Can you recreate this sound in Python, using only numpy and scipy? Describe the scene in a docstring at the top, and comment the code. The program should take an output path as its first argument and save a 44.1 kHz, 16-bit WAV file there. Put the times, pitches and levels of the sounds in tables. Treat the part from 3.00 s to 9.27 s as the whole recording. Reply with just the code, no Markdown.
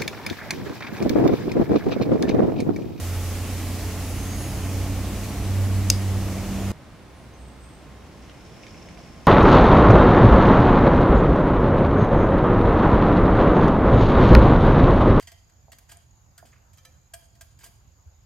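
"""Street sweeper, then a quiet road

A sweeper creeps along a tree-lined road: its diesel drones, the suction fan hums and roars, a wire
broom scrapes the asphalt and rubbing metal squeals. Close by, a plastic helmet buckle snaps shut.
A hard cut leads to the quiet road: a far engine throbs, a bird whistles thin and high, and a bicycle
coasts by, its freewheel ticking and grit popping under its tyres."""
import sys
import numpy as np
from scipy import signal
from scipy.fft import rfft, irfft
from scipy.io import wavfile
from scipy.ndimage import uniform_filter1d

SR = 44100
rng = np.random.default_rng(int(sys.argv[2]) if len(sys.argv) > 2 else 0)


def transcribe(u):
    """Save the signal u as a 16-bit wav file named by the first command-line argument.

    u: samples, shape (n,) or (channels, n), limited to [-1, 1]; the rate is SR.
    q: integer samples, one column per channel.
    """
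    v = np.clip(np.atleast_2d(u).T, -1, 1)
    q = np.round(v * 32767).astype(np.int16)
    wavfile.write(sys.argv[1], SR, q)


N = 276491
T = np.arange(N) / SR

# the diesel speeds up a little: time_s, firing_hz
FIRING_RATE = [(0, 89.25), (.6, 90.44), (1.65, 92.46), (2.35, 96.16), (3.25, 96.3), (3.7, 97.64)]
# how alike left and right are near the truck: frequency_hz, correlation
TRUCK_LIKENESS = [(60, 0.97), (110, 0.98), (200, 0.97), (380, 0.96), (700, 0.93), (1290, 0.86),
                  (2380, 0.83), (4400, 0.35), (8120, 0.21), (15000, 0.17)]
# how alike left and right are on the quiet road: frequency_hz, correlation
ROAD_LIKENESS = [(60, 0.92), (130, 0.86), (290, 0.84), (640, 0.78), (1410, 0.69), (3100, 0.53),
                 (6820, 0.28), (15000, 0.5)]


def amp(db):
    """Decibels to gain."""
    return 10 ** (np.asarray(db) / 20)


def unit(x):
    """Scales to rms 1."""
    return x / np.sqrt(np.mean(x ** 2) + 1e-20)


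def curve(rows):
    """A time table at every sample."""
    return np.interp(T, *np.transpose(rows))


def read(points, hz):
    """Reads a spectrum table on a log-frequency axis."""
    point_hz, value = np.transpose(points)
    return np.interp(np.log(hz + 1), np.log(point_hz + 1), value)


def colour(x, points):
    """Equalises a sound by rows of frequency_hz, gain_db."""
    return irfft(rfft(x) * amp(read(points, np.fft.rfftfreq(N, 1 / SR))), N)


def drift(hz):
    """Smooth random wander of rms 1, up to about hz changes a second."""
    lowpass = np.exp(-(np.fft.rfftfreq(N, 1 / SR) / hz) ** 2)
    return unit(irfft(rfft(rng.standard_normal(N)) * lowpass, N))


def noise(points, likeness, patchy_db):
    """Coloured stereo noise of rms 1, with short drifting patches in its spectrum."""
    hz = np.fft.rfftfreq(4096, 1 / SR)
    a, b, c, d, patches = rng.standard_normal((N // 1024 + 3, len(hz), 5)).T
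    left, unrelated = a + 1j * b, c + 1j * d
    patches = unit(uniform_filter1d(uniform_filter1d(patches, size=50, axis=0), size=3, axis=1))
    same = np.clip(read(likeness, hz), -1, 1)[:, None]
    spectra = np.array([left, same * left + np.sqrt(1 - same ** 2) * unrelated])
    spectra *= amp(read(points, hz)[:, None] + patchy_db * patches)
    return unit(signal.istft(spectra, nperseg=4096, noverlap=3072)[1][:, :N])


def tone(hz, waver, waver_hz):
    """A sine of rms about 1 on a pitch curve, wavering in level and phase."""
    turns = np.cumsum(hz * np.ones(N)) / SR + rng.random()
    body = 1 + waver * (drift(waver_hz) + 1j * drift(waver_hz)) / np.sqrt(2)
    return np.sqrt(2 / (1 + waver ** 2)) * (body * np.exp(2j * np.pi * turns)).real


def note(start, length, attack_s, fade_db):
    """Envelope of one note: it swells, fades ever faster and stops softly."""
    age = np.clip(T - start, 0, length)
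    release = np.minimum((length - age) / .015, 1)
    return np.minimum(age / attack_s, 1) * amp(fade_db * (age / length) ** 2) * release


def swell(peak_s, width_s):
    """Gain that rises to 1 and falls again, as for a source going by."""
    return 1 / np.hypot(1, (T - peak_s) / width_s)


def trees(x, t60):
    """Diffuse scatter from road and foliage, different for each ear."""
    t = np.arange(SR // 2) / SR
    tail = rng.standard_normal((2, len(t))) * amp(-60 * t / t60) * (1 - np.exp(-t / .005))
    return signal.fftconvolve(x[None], tail / np.linalg.norm(tail[0]), axes=1)[:, :N]


def add(mix, start_s, sound):
    """Mixes a sound in at a time."""
    part = mix[round(start_s * SR):][:len(sound)]
    part += sound[:len(part)]


def diesel():
    """The exhaust drones on the firing rate; unequal cylinders lope, most while the engine pulls."""
    # fader ride of the firing tone: time_s, level_db
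    drone_level = [(0, -26), (.3, -29.5), (1.2, -31.5), (1.42, -34), (1.82, -26), (2.3, -36), (2.52, -23),
                   (2.76, -22), (3.12, -23.5), (3.38, -32.5), (3.49, -41), (3.7, -26.5)]
    # lope tones on the engine cycle, an eighth of the firing rate: multiple, relative_db
    lope_tones = [(3, -52), (5, -38.5), (6, -47), (7, -52), (9, -51.5), (10, -58), (11, -44.5), (17, -47.5),
                  (19, -52.5), (22, -67), (23, -54.5), (26, -52)]
    firing_hz = curve(FIRING_RATE)
    octave_gain = amp(-52 + 5.5 * T)  # grows as the truck draws level
    # the third harmonic swells as it passes through a resonance of the exhaust pipe
    pipe_hz, pipe_width_hz = 280.6, 7.7
    third_gain = amp(-39.5) / np.hypot(1, 2 * (3 * firing_hz - pipe_hz) / pipe_width_hz)
    gains = [amp(curve(drone_level)), octave_gain, third_gain]
    drone = sum(gain * tone(k * firing_hz, waver=.19, waver_hz=8.6) for k, gain in enumerate(gains, 1))
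    lope = sum(amp(db) * tone(k * firing_hz / 8, waver=.35, waver_hz=3) for k, db in lope_tones)
    return drone + amp(2.5) * swell(peak_s=2.1, width_s=.95) * lope


def suction_fan():
    """The fan holds its speed; its blade tones fade as the truck turns side-on."""
    # harmonics of the blade rate: multiple, relative_db
    blade_tones = [(1, -48.5), (2, -51), (4, -59), (5, -64.5), (6, -65)]
    # throb of the fan's own engine: pitch_hz, level_db
    drive_tones = [(39.9, -42), (62.6, -44.5)]
    blade_hz = 213.5
    blades = sum(amp(db) * tone(k * blade_hz, waver=.4, waver_hz=4) for k, db in blade_tones)
    drive = sum(amp(db) * tone(hz, waver=.28, waver_hz=2) for hz, db in drive_tones)
    return amp(2 - 1.5 * T) * blades + drive


def roar():
    """Turbulent air puffs a little with every firing and grows as the suction inlet nears."""
    # bass-heavy rush of engine and suction: frequency_hz, relative_db
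    roar_spectrum = [(20, -24), (35, -3.5), (65, 4), (110, 1), (160, -7.5), (225, -2), (300, -2),
                     (420, -10), (680, -9.5), (950, -16), (1170, -16), (1500, -23), (3000, -24.5),
                     (8000, -53.5)]
    puffs = 1 + .039 * np.cos(2 * np.pi * np.cumsum(curve(FIRING_RATE)) / SR)
    return amp(-35.5 + .66 * T) * unit(puffs * noise(roar_spectrum, TRUCK_LIKENESS, patchy_db=.5))


def broom():
    """Bristles scrape and fizz, slowly sinking; single wires and grit flick against the road."""
    # wire scraping asphalt: frequency_hz, relative_db
    scrape_spectrum = [(300, -21.5), (1400, -3), (2100, 0), (2800, -2.5), (3800, -4), (5500, -2.5),
                       (7000, -3.5), (9000, -7), (16000, -23)]
    # bright fizz of the bristle tips: frequency_hz, relative_db
    fizz_spectrum = [(3000, -27.5), (6500, -4), (8500, -4), (11500, -0.5), (14000, -3), (16000, -7.5)]
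    flicks_per_s = 600
    flicks = (rng.random(N) < flicks_per_s / SR) * rng.standard_normal(N)
    flicks *= amp(2.3 * np.minimum(rng.exponential(1, N), 4))  # a few hit harder
    scrape = noise(scrape_spectrum, TRUCK_LIKENESS, patchy_db=1.15)
    scrape += amp(-17) * unit(colour(flicks, scrape_spectrum))
    fizz = noise(fizz_spectrum, TRUCK_LIKENESS, patchy_db=.8)
    pressure = amp(.3 * drift(hz=25))
    return pressure * (amp(-41 - .55 * T) * scrape + amp(-43 - 1.45 * T) * fizz)


def metal_squeals():
    """Rubbing metal sings briefly and scatters off the trees."""
    # thin squeals: start_s, length_s, pitch_hz, glide_hz_per_s, level_db
    squeals = [(1.17, .14, 6340, 0, -51), (1.265, .5, 6545, -60, -48), (1.02, .4, 10330, -400, -55.5),
               (1.36, .34, 10175, -120, -49)]
    sound = np.zeros(N)
    for start, length, hz, glide, db in squeals:
        envelope = amp(db) * note(start, length, attack_s=.03, fade_db=-7)
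        sound += envelope * tone(hz + glide * (T - start), waver=.25, waver_hz=35)
    return sound + amp(-8.5) * trees(sound, t60=.2)


def buckle_snap():
    """Plastic prongs spring into their catches and ring briefly; the surroundings ring on."""
    # two prongs chatter home, with early echoes: start_s, relative_db, pitch_ratio
    clicks = [(2.901, 0, 1), (2.9018, -5, 1), (2.9021, -11, 1.72), (2.9023, -11, 2.1), (2.9026, -11, 1),
              (2.9032, -3, 1), (2.9062, -18, 1), (2.9076, -15, 1)]
    # resonances of the buckle: pitch_hz, relative_db, t60_s
    modes = [(2770, -18.5, 0.007), (5150, -11, 0.0058), (6110, 3.5, 0.0021), (7920, -17.5, 0.0072)]
    # bright tail from the surroundings: frequency_hz, relative_db
    tail_spectrum = [(1500, -29), (2700, -16), (4000, -13.5), (4650, -6), (5030, 1.5), (5400, -9.5),
                     (6400, -12), (7300, -16), (12000, -23), (16000, -44.5)]
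    t, snap = np.arange(SR // 20) / SR, np.zeros(N)
    attack = 1 - np.exp(-t / .00013)
    for start, db, ratio in clicks:
        ring = sum(amp(level - 60 * t / t60) * np.sin(2 * np.pi * hz * ratio * t)
                   for hz, level, t60 in modes)
        add(snap, start, amp(db + 4.5) * ring * attack)
    age = np.maximum(T - clicks[0][0], 0)
    tail_envelope = (1 - np.exp(-age / .002)) * np.exp(-age / .038)
    return snap + amp(-29) * tail_envelope * noise(tail_spectrum, TRUCK_LIKENESS, patchy_db=1.5)


def road_ambience():
    """A bed of open air with a faint, steady whine."""
    # soft, dark air: frequency_hz, relative_db
    air_spectrum = [(15, -33), (32, -16), (60, -7.5), (90, -7), (150, -10), (330, -14.5), (430, -18.5),
                    (640, -18.5), (1040, -23), (2200, -29), (3600, -33), (6000, -37.5), (9100, -42),
                    (15500, -52)]
    # the whine: pitch_hz, level_db, waver_depth
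    whine_tones = [(1056, -66.5, 0.82), (2120, -72.5, 0.13), (10900, -80.5, .1)]
    air = amp(-46) * noise(air_spectrum, ROAD_LIKENESS, patchy_db=.36)
    return air + sum(amp(db) * tone(hz, waver, waver_hz=15) for hz, db, waver in whine_tones)


def far_engine():
    """A distant engine throbs on one low, wavering tone."""
    # its two spells: start_s, length_s, level_db
    spells = [(4.081, 1.47, -49), (5.733, 0.53, -49)]
    envelope = sum(amp(db) * note(start, length, attack_s=.04, fade_db=-3.5)
                   for start, length, db in spells)
    return envelope * tone(hz=62, waver=.55, waver_hz=9)


def bird():
    """Thin buzzy whistles scoop up to pitch, swell and fade, blurred by the trees."""
    # the call: start_s, length_s, pitch_hz, glide_hz_per_s, level_db, buzz_width_hz
    whistles = [(4.13, .16, 9600, -600, -69, 500), (4.33, .035, 6650, 0, -58, 80),
                (4.355, .23, 8470, -1500, -62.5, 220), (4.58, .26, 8400, -200, -60.5, 220)]
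    scoop_hz, scoop_s = 560, .035
    song = np.zeros(N)
    for start, length, hz, glide, db, buzz_hz in whistles:
        age = np.clip(T - start, 0, length)
        pitch = hz + glide * age - scoop_hz * np.exp(-age / scoop_s)
        envelope = amp(db) * note(start, length, attack_s=.24 * length, fade_db=-13)
        song += envelope * tone(pitch, waver=3.1, waver_hz=buzz_hz)
    return song + amp(-2) * trees(song, t60=.25)


def tyres():
    """Rolling rubber gives a fluttering hiss over a low rumble."""
    # tread hiss: frequency_hz, relative_db
    hiss_spectrum = [(1000, -9), (2200, 8.5), (3000, 4), (4100, -5), (5500, 4.5), (7200, -1.5), (9500, -19),
                     (15000, -38.5)]
    # rolling rumble: frequency_hz, relative_db
    rumble_spectrum = [(70, -28), (140, 1.5), (220, 0), (330, -2.5), (450, -7.5), (700, -9.5),
                       (1500, -42.5), (6000, -70)]
    hiss = amp(-1.5 + 2 * drift(hz=70)) * noise(hiss_spectrum, ROAD_LIKENESS, patchy_db=1)
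    rumble = amp(6.5) * noise(rumble_spectrum, ROAD_LIKENESS, patchy_db=1)
    return hiss + rumble


def freewheel():
    """Pawls tick unevenly over the ratchet teeth."""
    # narrow metallic ring of a tick: frequency_hz, relative_db
    tick_spectrum = [(2500, -36), (4400, -19), (5000, 0), (5400, 2), (5800, -5), (7000, -16), (12000, -48)]
    teeth_per_s = 124 * (1 + .14 * drift(hz=60))
    teeth_passed = np.floor(np.cumsum(teeth_per_s) / SR)
    pawls = np.diff(teeth_passed, prepend=0) * amp(3.8 * rng.standard_normal(N))
    ticking = unit(colour(pawls, tick_spectrum))
    return unit(ticking + trees(ticking, t60=.019))


def grit():
    """Stones pop under the tyres: a short knock, then a puff of crackle."""
    # one pop per stone: start_s, relative_db, pitch_hz
    stones = [(5.244, -44, 3050), (5.2971, -36, 3200), (5.635, -36.5, 2450), (5.6673, -33.5, 2240),
              (5.683, -38.5, 5320), (5.7446, -38.5, 2290), (5.778, -43, 2340), (5.8292, -43, 5290),
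              (5.8874, -37, 2130), (5.9747, -38.5, 2420), (5.9922, -40, 5220)]
    t, pops = np.arange(SR // 20) / SR, np.zeros(N)
    for start, db, hz in stones:
        knock = np.sin(2 * np.pi * hz * t) * np.exp(-t / .0006)
        crackle = .37 * rng.standard_normal(len(t)) * np.exp(-t / .005)
        add(pops, start, amp(db + 4.5) * (knock + crackle))
    pops = colour(pops, [(700, -18), (1500, -7), (2300, .5), (4200, -4), (6500, -6), (11000, -35)])
    return pops + amp(-5) * trees(pops, t60=.11)


def bump():
    """The bicycle knocks softly over a bump."""
    # one damped ring: start_s, pitch_hz, peak_db, t60_s
    knock = (5.985, 690, -42, .08)
    start, hz, db, t60 = knock
    age = np.maximum(T - start, 0)
    return amp(db - 60 * age / t60) * np.sin(2 * np.pi * hz * age)


def bicycle():
    """A bicycle swells and fades as it coasts by; its freewheel carries less far than its tyres."""
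    closest_s = 5.81
    rolling = amp(-56) * swell(closest_s, width_s=.72) ** 2 * tyres()
    ticking = amp(-59.5) * swell(closest_s, width_s=.38) ** 2 * freewheel()
    return rolling + ticking + grit() + bump()


def scene():
    """The sweeper, then a hard cut to the quiet road."""
    cut_s = 3.718
    sweeper = diesel() + suction_fan() + roar() + broom() + metal_squeals() + buckle_snap()
    quiet_road = road_ambience() + far_engine() + bird() + bicycle()
    return np.where(T < cut_s, sweeper, quiet_road)


def record(dry):
    """Slightly unequal microphones, clipping at full scale, and a steep treble cut."""
    # the image leans a little to the right: frequency_hz, left_minus_right_db
    balance = [(60, -1.5), (110, -1.9), (200, -0.87), (380, -0.7), (700, -0.5), (1290, -0.5), (2380, -1.2),
               (4400, -0.076), (8120, -0.61), (15000, -0.5)]
    # phase between the microphones: frequency_hz, left_lead_rad
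    phase_lead = [(50, -0.13), (200, -0.32), (1000, -0.016), (4000, -.1), (12000, -0.22)]
    hz = np.fft.rfftfreq(N, 1 / SR)
    left_response = amp(read(balance, hz) / 2) * np.exp(.5j * read(phase_lead, hz))
    stereo = irfft(rfft(dry) * np.array([left_response, 1 / left_response]), N)
    lowpass = signal.firwin(511, cutoff=15800, window=("kaiser", 9), fs=SR)
    return signal.oaconvolve(np.clip(stereo, -1, 1), lowpass[None], "same")


dry = scene()
out = record(dry)
transcribe(out)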